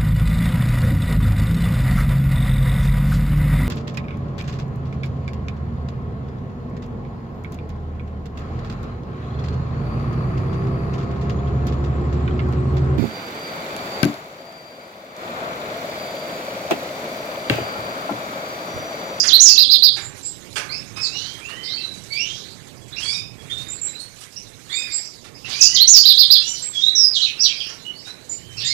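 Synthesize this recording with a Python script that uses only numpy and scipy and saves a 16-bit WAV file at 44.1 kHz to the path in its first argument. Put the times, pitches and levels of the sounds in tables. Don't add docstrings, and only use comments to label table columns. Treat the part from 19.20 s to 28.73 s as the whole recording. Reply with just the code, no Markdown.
import sys
import numpy as np
from scipy import signal
from scipy.fft import rfft, irfft, next_fast_len
from scipy.io import wavfile
from scipy.ndimage import uniform_filter1d, map_coordinates

SR = 44100
rng = np.random.default_rng(int(sys.argv[2]) if len(sys.argv) > 2 else 0)


def log_audio(samples):
    frames = np.atleast_2d(samples).T
    limited = np.clip(frames, -1, 1)
    pcm = np.round(limited * 32767).astype(np.int16)
    wavfile.write(sys.argv[1], SR, pcm)


N = 420273


def amp(db):
    return 10 ** (np.asarray(db) / 20)


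def unit(x):
    return x / np.sqrt(np.mean(x ** 2) + 1e-20)


def along(points, hz):
    point_hz, values = np.transpose(points)
    return np.interp(np.log(hz + 1), np.log(point_hz + 1), values)


def over_time(rows):
    times, *columns = np.transpose(rows)
    return [np.interp(np.arange(N) / SR, times, column) for column in columns]


def wobble(rate, size=N):
    points = rng.standard_normal(int(size * rate / SR) + 4)
    return map_coordinates(points, [np.arange(size) * rate / SR])


def filtered(x, response):
    size = next_fast_len(x.shape[-1] + 8192)
    hz = np.fft.rfftfreq(size, 1 / SR)
    return irfft(rfft(x, size) * response(hz), size)[..., :x.shape[-1]]


def noise(spectrum, size=N):
    return unit(filtered(rng.standard_normal(size), lambda hz: amp(along(spectrum, hz))))


def patchy_noise(spectrum, patchy_db):
    slices = signal.stft(noise(spectrum), nperseg=512)[2]
    patches = uniform_filter1d(rng.standard_normal(slices.shape), 8, axis=0)
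    patches = unit(uniform_filter1d(patches, 6, axis=1))
    return unit(signal.istft(slices * amp(patchy_db * patches), nperseg=512)[1][:N])


def add_in_shed(track, start, sound, echo_db):
    # frequency in Hz, seconds the ringing takes to fade by 60 dB.
    ring_times = [(300, 0.86), (1300, 0.66), (2500, 0.37), (4200, 0.3), (8000, 0.26), (14000, 0.35)]
    # delay in seconds, relative level in dB.
    wall_echoes = [(.0047, -10.5), (.0091, -6), (0.0144, -15), (0.022, -7.5), (0.028, -13.5), (.043, -9)]
    hz, t, slices = signal.stft(rng.standard_normal(SR // 2), SR, nperseg=256)
    fade = amp(-60 * t / along(ring_times, hz)[:, None])
    tail = signal.istft(slices * fade, SR, nperseg=256)[1]
    tail = np.r_[np.zeros(130), tail / np.linalg.norm(tail)]
    delays, db = np.transpose(wall_echoes)
    delays = delays * rng.uniform(.9, 1.1, len(delays))
    tail[(delays * SR).astype(int)] += amp(db - 6.5)
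    room = amp(echo_db) * tail
    room[0] = 1
    first = round(start * SR)
    heard = signal.fftconvolve(sound, room)[max(-first, 0):N - first]
    first = max(first, 0)
    track[first:first + len(heard)] += heard


def bird_tone(rows, octave_db, scatter, onset_s, strain=0):
    times, hz, db = np.transpose(rows)
    t = np.arange(times[0], times[-1], 1 / SR)
    pitch = uniform_filter1d(np.interp(t, times, hz), 150)
    falling = np.clip(-np.gradient(np.log(pitch)) * SR / 6.1, 0, 1)
    waver = 0.00187 * wobble(91.4, len(t))
    hoarseness = (scatter + strain * falling) * wobble(900, len(t))
    phase = 2 * np.pi * np.cumsum(pitch * (1 + waver + hoarseness)) / SR
    soft_ends = np.clip(np.minimum(t - times[0], times[-1] - t) / onset_s, 0, 1)
    level = amp(np.interp(t, times, db) - 6 + 2.2 * wobble(60.8, len(t)))
    octave = amp(octave_db - 9 * np.clip(2 * pitch - 5400, 0, None) / 1000)
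    return level * soft_ends * (np.sin(phase) + octave * np.sin(2 * phase))


def near_singer():
    # start in seconds, level change in dB, time stretch (above 1 is slower).
    repeats = [(-.064, -1.5, .988), (6.406, -0.5, 1.001)]
    # seconds into the phrase, pitch in Hz, relative level in dB.
    opening_notes = [
        [(0, 7470, -18), (.008, 6300, 3.5), (.018, 4895, 6), (.03, 7170, -6.5), (.04, 5700, -8.5),
         (.052, 4870, 5), (.062, 4700, -21)],
        [(.13, 6250, -21), (.138, 7000, -9.5), (.15, 4800, -2.5), (.163, 3626, -4.5), (.178, 3016, -12),
         (.194, 3610, -5), (.2, 3904, 6), (.22, 4400, 1), (.245, 4400, -31)],
        [(.264, 5346, -14), (.275, 6030, 9), (.292, 6874, 1), (.308, 6895, 3), (.33, 5844, 7.5),
         (.358, 4935, 3.5), (.385, 4400, -6), (.42, 4210, -20), (.432, 3100, -14.5), (.44, 3092, -21)],
    ]
    # seconds into the chirp, pitch in Hz, relative level in dB.
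    chirp = [(0, 3703, 4), (.008, 4196, 2), (.017, 4850, -0.5), (.026, 4980, -0.5), (.038, 4382, 2.5),
             (.052, 3800, 0), (.075, 3234, -12.5)]
    # seconds into the phrase, level change in dB.
    chirp_starts = [(.447, 0.5), (.565, -0.14), (.695, -0.55)]
    phrase = opening_notes + [np.add(chirp, [start, 0, db]) for start, db in chirp_starts]
    track = np.zeros(N)
    for start, db, stretch in repeats:
        for note in phrase:
            rows = np.multiply(note, [stretch, 1, 1])
            tone = bird_tone(rows, octave_db=-40, scatter=0.0141, strain=0.01575, onset_s=0.0022)
            add_in_shed(track, start + rows[0, 0], amp(db + 3) * tone, echo_db=1.5)
    return track


def air_handling():
    # time in seconds, drone level in dB, draught level in dB.
    levels = [(0, -42.5, -39.5), (.66, -45, -44), (.82, -41.5, -43.5), (1.09, -45, -43), (1.462, -40, -42),
              (2.25, -42.5, -45), (2.6, -47, -43), (2.79, -40, -43), (3.34, -44.5, -43.5),
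              (3.95, -36.5, -45), (4.48, -41, -42.5), (4.99, -49.5, -50.5), (5.25, -45, -48.5),
              (5.92, -53.5, -48), (6.13, -42.5, -44), (7.09, -49, -50), (9.05, -50, -45), (9.4, -38.5, -47)]
    # frequency in Hz, relative level in dB.
    drone_colour = [(12, -36), (20, -17), (76, -9.5), (118, 1), (167, -8.5), (180, -8), (230, -27),
                    (400, -120)]
    draught_colour = [(100, -27), (170, -2), (417, -4.5), (1020, -18), (1100, -15), (1430, -58),
                      (2420, -120)]
    drone_db, draught_db = over_time(levels)
    drone = amp(drone_db + 0.5 * wobble(2.9)) * noise(drone_colour)
    draught = amp(draught_db + 0.89 * wobble(7)) * noise(draught_colour)
    return drone + draught


def restless_flock():
    # time in seconds, base rustle level in dB, murmur level in dB.
    levels = [(0, -40, -38), (.21, -36, -36.5), (.56, -36.5, -48), (.93, -46, -44), (1.3, -42.5, -48),
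              (2.02, -43, -40.5), (3, -41.5, -44.5), (3.66, -47.5, -48.5), (3.85, -47, -37),
              (3.98, -54, -50.5), (4.4, -43, -41), (5.25, -46.5, -49.5), (5.75, -41, -41), (6.1, -52, -53),
              (6.35, -37, -41.5), (7.1, -36.5, -43.5), (7.62, -45.5, -45), (8.4, -44.5, -44.5),
              (8.71, -51, -50), (9.42, -45, -46)]
    # frequency in Hz, relative level in dB.
    rustle_colour = [(1800, -41), (2800, -6), (3900, 0), (5200, -2.5), (6600, -1), (9500, -9), (14600, -19)]
    murmur_colour = [(400, -1.5), (700, -3.5), (1000, -4.5), (1500, -1.5), (2300, 1), (3300, -10.5),
                     (5000, -41)]
    rustle_db, murmur_db = over_time(levels)
    ticks = (rng.random(N) < 12 / SR) * rng.random(N)
    tick_fade = amp(-60 * np.arange(6000) / SR / 0.21)
    swells = signal.fftconvolve(ticks, tick_fade)[:N]
    rustle = amp(rustle_db) * (1 + 1.05 * swells) * patchy_noise(rustle_colour, patchy_db=3.5)
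    murmur = amp(murmur_db + 0.43 * wobble(3.8)) * patchy_noise(murmur_colour, patchy_db=3.5)
    return rustle + murmur


def wing_flaps():
    # time in seconds, relative level in dB, relative treble in dB.
    claps = [(0.037, -22.5, -13), (0.768, -29.5, -14.5), (0.969, -60.5, 20.5), (1.361, -22.5, -11.5),
             (1.64, -70, 15), (1.765, -33, -14), (2.066, -68, 2), (2.29, -36, -14), (2.655, -62, 12),
             (3.799, -40, -2), (4.22, -65, 12), (4.302, -46.5, -2), (4.8, -56, 14), (5.007, -47, 6),
             (5.285, -65, 13.5), (5.496, -44, -14), (6.045, -42.5, -8.5), (6.289, -42.5, -0.5),
             (7.385, -54, 13), (8.499, -38, -27), (8.867, -40.5, -10), (9.4, -54, 9.5)]
    # frequency in Hz, relative level in dB.
    feather_colour = [(120, -36), (250, -9), (800, -10), (1600, -2.5), (5900, -16), (9400, -26),
                      (14500, -47)]
    track, t = np.zeros(N), np.arange(2000) / SR
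    for start, db, treble_db in claps:
        colour = [(hz, level + (treble_db + 24) * np.clip(np.log2(hz / 1500) / 3, 0, 1))
                  for hz, level in feather_colour]
        puff = filtered(rng.standard_normal(len(t)), lambda hz: amp(along(colour, hz)))
        add_in_shed(track, start - .003, amp(db + 10.5 - 60 * t / 0.064) * puff, echo_db=12)
    return track


def far_whistles():
    # start, swell time and glide time in seconds; first, main and last pitch in Hz;
    # glide shape (above 1 settles early); relative level, fade and octave overtone in dB.
    calls = [ (.29, 0.042, 0.094, 2670, 2672, 2710, 1.15, -24, 7, -27),
             (1.488, 0.057, 0.11, 1984, 2641, 2692, 0.86, -28.5, 45, 9.5),
             (1.755, 0.014, 0.099, 2530, 2530, 2590, 0.97, -28.5, 6, 3),
             (1.805, .03, 0.047, 5280, 4996, 3855, 1.84, -12, 14, -33),
             (1.91, 0.038, .25, 2570, 2850, 3275, 1.4, -25, 16, -0.5),
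             (2.21, 0.051, 0.37, 2283, 2745, 3140, 3.55, -29.5, 9.5, -21),
             (2.3, 0.047, .2, 1765, 1907, 2110, 2.2, -36.5, -1, -15),
             (2.471, 0.056, 0.043, 3510, 4290, 4720, 2, -17.5, 12, -31),
             (2.57, .012, 0.058, 2557, 2630, 2930, 0.93, -29.5, 22, -6),
             (2.58, 0.048, 0.18, 4610, 4006, 3865, 1.26, -18, 36, -31),
             (2.9, 0.063, 0.2, 2215, 2332, 3240, 2.73, -19.5, 14.5, 0),
             (3.61, .008, 0.027, 3320, 3350, 3350, 1.1, -38, 10, -30),
             (3.72, .015, 0.02, 3170, 4140, 3970, 1.1, -24.5, 23, -21),
             (3.76, 0.013, 0.022, 2150, 2746, 2820, 1.1, -18, 17, -5),
             (3.845, 0.089, 0.031, 4080, 5596, 5400, .7, -19, 17, -25),
             (3.841, 0.031, .22, 2200, 2254, 2540, 2.45, -26, 22, 9),
             (3.93, 0.021, 0.12, 3830, 3754, 3576, 2.36, -24.5, 25, -25),
             (4.171, .01, .03, 3340, 3310, 3340, 1.1, -40.5, 7, -24),
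             (3.8, .03, 0.066, 2870, 3290, 3500, 1.6, -22, 8, -25),
             (4.295, 0.018, 0.19, 3040, 3627, 3696, 1.5, -17, 24.5, -31),
             (4.682, 0.0068, 0.014, 4000, 3960, 3900, 1.1, -29, 1.5, -25),
             (4.746, .008, 0.02, 3960, 3990, 3910, 1, -23.5, 1.5, -18),
             (4.79, 0.007, 0.015, 4300, 4244, 4300, 1.1, -20.5, 2.5, -13),
             (5.158, 0.0098, 0.024, 2270, 2917, 2930, 1.3, -37.5, 23, 18.5),
             (5.49, .03, .095, 1740, 2112, 2532, 2.5, -29, .3, 2),
             (5.6, .02, 0.11, 2526, 2524, 1950, .45, -28, 9, 0.5),
             (5.495, 0.033, .17, 3310, 3654, 3686, 1.1, -20, 17, -31),
             (6.242, .005, 0.014, 2620, 2640, 2540, 1, -19, 23, -16),
             (6.3, .05, 0.065, 4470, 4760, 4900, 1.3, -21, 9, -25),
             (6.33, 0.086, 0.17, 2267, 2606, 3110, 1.55, -23, 2.5, -12),
             (6.5, .03, 0.13, 1896, 1980, 2120, 1.7, -33, 9, 5),
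             (7.199, 0.046, 0.21, 2590, 2852, 3068, 4, -26, 22, 3),
             (7.255, 0.022, 0.16, 5770, 5880, 5910, 2.2, -17, 32, -38),
             (7.53, 0.038, 0.025, 3480, 3320, 3240, 1.1, -15.5, 4, -30),
             (7.61, 0.069, 0.15, 3607, 3894, 3910, 1.3, -7, 42, -39),
             (7.63, .012, 0.098, 7500, 7580, 7800, .9, -34.5, 17, -30),
             (7.75, .022, .11, 5760, 5600, 4893, 1.5, -1.5, 10, 7),
             (7.93, 0.023, 0.059, 4790, 3926, 2964, 2.36, -9, 15, -37),
             (8.012, 0.013, 0.064, 4090, 4050, 2300, 1.3, -5.5, 26.5, -37),
             (8.17, 0.025, .04, 2736, 2700, 2640, 1.1, -27.5, 11, -4),
             (8.19, 0.021, 0.028, 4470, 5710, 5620, 1.1, -5, 4, -41),
             (8.224, 0.0081, 0.099, 5610, 4950, 2345, 2.02, -3, 31.5, -41),
             (8.39, 0.019, 0.026, 3420, 3200, 2320, 1.3, -17.5, 19, -17),
             (8.45, .02, 0.045, 2560, 2820, 2920, 1.2, -35, 15, -17),
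             (8.646, 0.022, 0.052, 2870, 2942, 2960, 1.2, -21.5, 21, -19),
             (8.73, .04, 0.045, 4160, 4580, 4410, .8, -32.5, 11, -33),
             (8.845, 0.049, 0.056, 3670, 4030, 3910, 1.2, -30, 28, -25),
             (9.17, 0.075, 0.086, 2870, 3144, 3050, 0.95, -40.5, -2, -13),
             (9.369, 0.0061, 0.035, 2600, 2675, 2284, 1.2, -25.5, 21, -15),
             (9.42, 0.072, 0.039, 1700, 2140, 2230, 0.98, -30, 4, 12.5),
             (9.44, 0.0045, 0.1, 3620, 3610, 3880, 1.1, -20, 20, 5),
             (9.46, 0.0065, .064, 4670, 4630, 5440, 1.55, -14, 11, -22)]
    track = np.zeros(N)
    progress = np.linspace(0, 1, 13)
    for start, swell_s, glide_s, first_hz, main_hz, last_hz, shape, db, fade_db, octave_db in calls:
        times = swell_s + glide_s * progress
        pitches = main_hz + (last_hz - main_hz) * (1 - (1 - progress) ** shape)
        levels = db - fade_db * progress ** 1.12
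        rows = [(0, first_hz, db - 6), *zip(times, pitches, levels)]
        tone = bird_tone(rows, octave_db, scatter=0.012, strain=0.044, onset_s=0.007)
        add_in_shed(track, start, tone, echo_db=5.5)
    return track


def far_seeps():
    # start in seconds, held pitch in Hz, top of the flick in Hz, relative level in dB.
    calls = [(0.814, 7160, 7670, -28.5), (1.029, 7360, 7800, -19.5), (4.483, 7160, 7830, -23),
             (4.611, 7346, 8000, -17), (4.789, 8540, 8650, -40), (5.526, 7120, 7580, -21.5),
             (5.719, 7390, 7980, -17), (7.262, 7020, 7700, -22.5), (7.42, 7453, 8170, -18),
             (9.092, 7070, 7580, -23.5)]
    track = np.zeros(N)
    for start, held_hz, top_hz, db in calls:
        rows = [(0, held_hz, db + 6), (.012, held_hz, db), (.026, held_hz, db + 4.5),
                (.036, top_hz, db - .7), (.062, held_hz, db - 2.5), (.08, held_hz, db - 17)]
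        tone = bird_tone(rows, octave_db=-29, scatter=0.0063, onset_s=0.0057)
        add_in_shed(track, start, tone, echo_db=4.5)
    return track


def far_rasps():
    # start and end in seconds, first and last pitch in Hz,
    # scatter as a share of the pitch, relative level in dB.
    calls = [(1.031, 1.095, 5240, 5040, .1, -34), (1.81, 1.883, 7400, 5960, 0.083, -31),
             (1.938, 2.098, 4080, 4220, 0.078, -24.5), (1.955, 2.118, 5460, 5590, 0.16, -29.5),
             (2.431, 2.522, 4630, 5180, 0.084, -25.5), (2.928, 3.063, 3440, 3940, 0.15, -34),
             (3.048, 3.328, 3566, 4110, 0.086, -30.5), (3.061, 3.228, 5690, 5130, 0.14, -32.5),
             (3.758, 3.867, 5290, 5030, 0.12, -26.5), (3.818, 3.988, 6260, 6470, 0.34, -29.5),
             (5.701, 5.884, 4870, 5460, 0.071, -26.5), (5.89, 5.987, 5130, 3780, 0.062, -39.5),
             (6.14, 6.205, 5040, 4940, 0.052, -38), (6.247, 6.297, 3466, 4030, 0.38, -27.5),
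             (6.293, 6.404, 4490, 5280, 0.26, -21), (7.333, 7.444, 4840, 4510, .15, -27.5),
             (7.533, 7.7, 5570, 5600, 0.17, -29), (7.941, 8.084, 5620, 5670, 0.18, -25.5),
             (8.212, 8.306, 6720, 6470, 0.13, -28), (8.328, 8.541, 4805, 5580, .1, -25.5),
             (8.575, 8.651, 4040, 3980, 0.064, -38), (8.784, 8.914, 5100, 5540, 0.071, -37),
             (8.975, 9.043, 3980, 4300, 0.062, -43), (9.103, 9.19, 4970, 4860, .08, -39),
             (9.368, 9.46, 4970, 4420, 0.085, -23.5), (9.398, 9.537, 3510, 4570, 0.2, -25.5),
             (9.445, 9.487, 7000, 6240, .05, -22.5)]
    attack_s, fade_db = 0.0199, 6.5
    track = np.zeros(N)
    for start, end, hz, last_hz, scatter, db in calls:
        rows = [(start, hz, db), (start + attack_s, hz, db), (end, last_hz, db - fade_db)]
        tone = bird_tone(rows, octave_db=-19, scatter=scatter, onset_s=0.0052)
        add_in_shed(track, start, tone, echo_db=6.5)
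    return track


def perch_knock():
    # start in seconds, pitch in Hz, level in dB, seconds to fade by 60 dB.
    knock = (8.468, 330, -24, .009)
    start, hz, db, fade_s = knock
    track, t = np.zeros(N), np.arange(2000) / SR
    tone = np.sin(2 * np.pi * hz * t)
    click = .6 * rng.standard_normal(len(t)) * amp(-60 * t / .006)
    add_in_shed(track, start, amp(db - 60 * t / fade_s) * (tone + click), echo_db=-9)
    return track


def scene():
    calls = near_singer() + far_whistles() + far_rasps() + far_seeps()
    right = calls + wing_flaps() + perch_knock() + restless_flock() + air_handling()
    return np.array([np.zeros(N), right])


def record(dry):
    # frequency in Hz, relative level in dB.
    hiss_colour = [(30, 15), (200, 5.5), (1500, 0.5), (14300, 3.5), (14700, -120)]
    cutoff_hz, top_hz, ceiling = 14600, 15569, 0.9
    heard = filtered(dry, lambda hz: hz < cutoff_hz)
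    fine = signal.resample_poly(heard, 3, 1, axis=1)
    clipped = fine / (1 + np.abs(fine / ceiling) ** 12) ** (1 / 12)
    overloaded = signal.resample_poly(clipped, 1, 3, axis=1)
    hiss = amp(-61.5) * np.array([noise(hiss_colour), noise(hiss_colour)])
    return filtered(overloaded + hiss, lambda hz: np.clip((top_hz - hz) / 500, 0, 1) ** 2)


dry = scene()
out = record(dry)
log_audio(out)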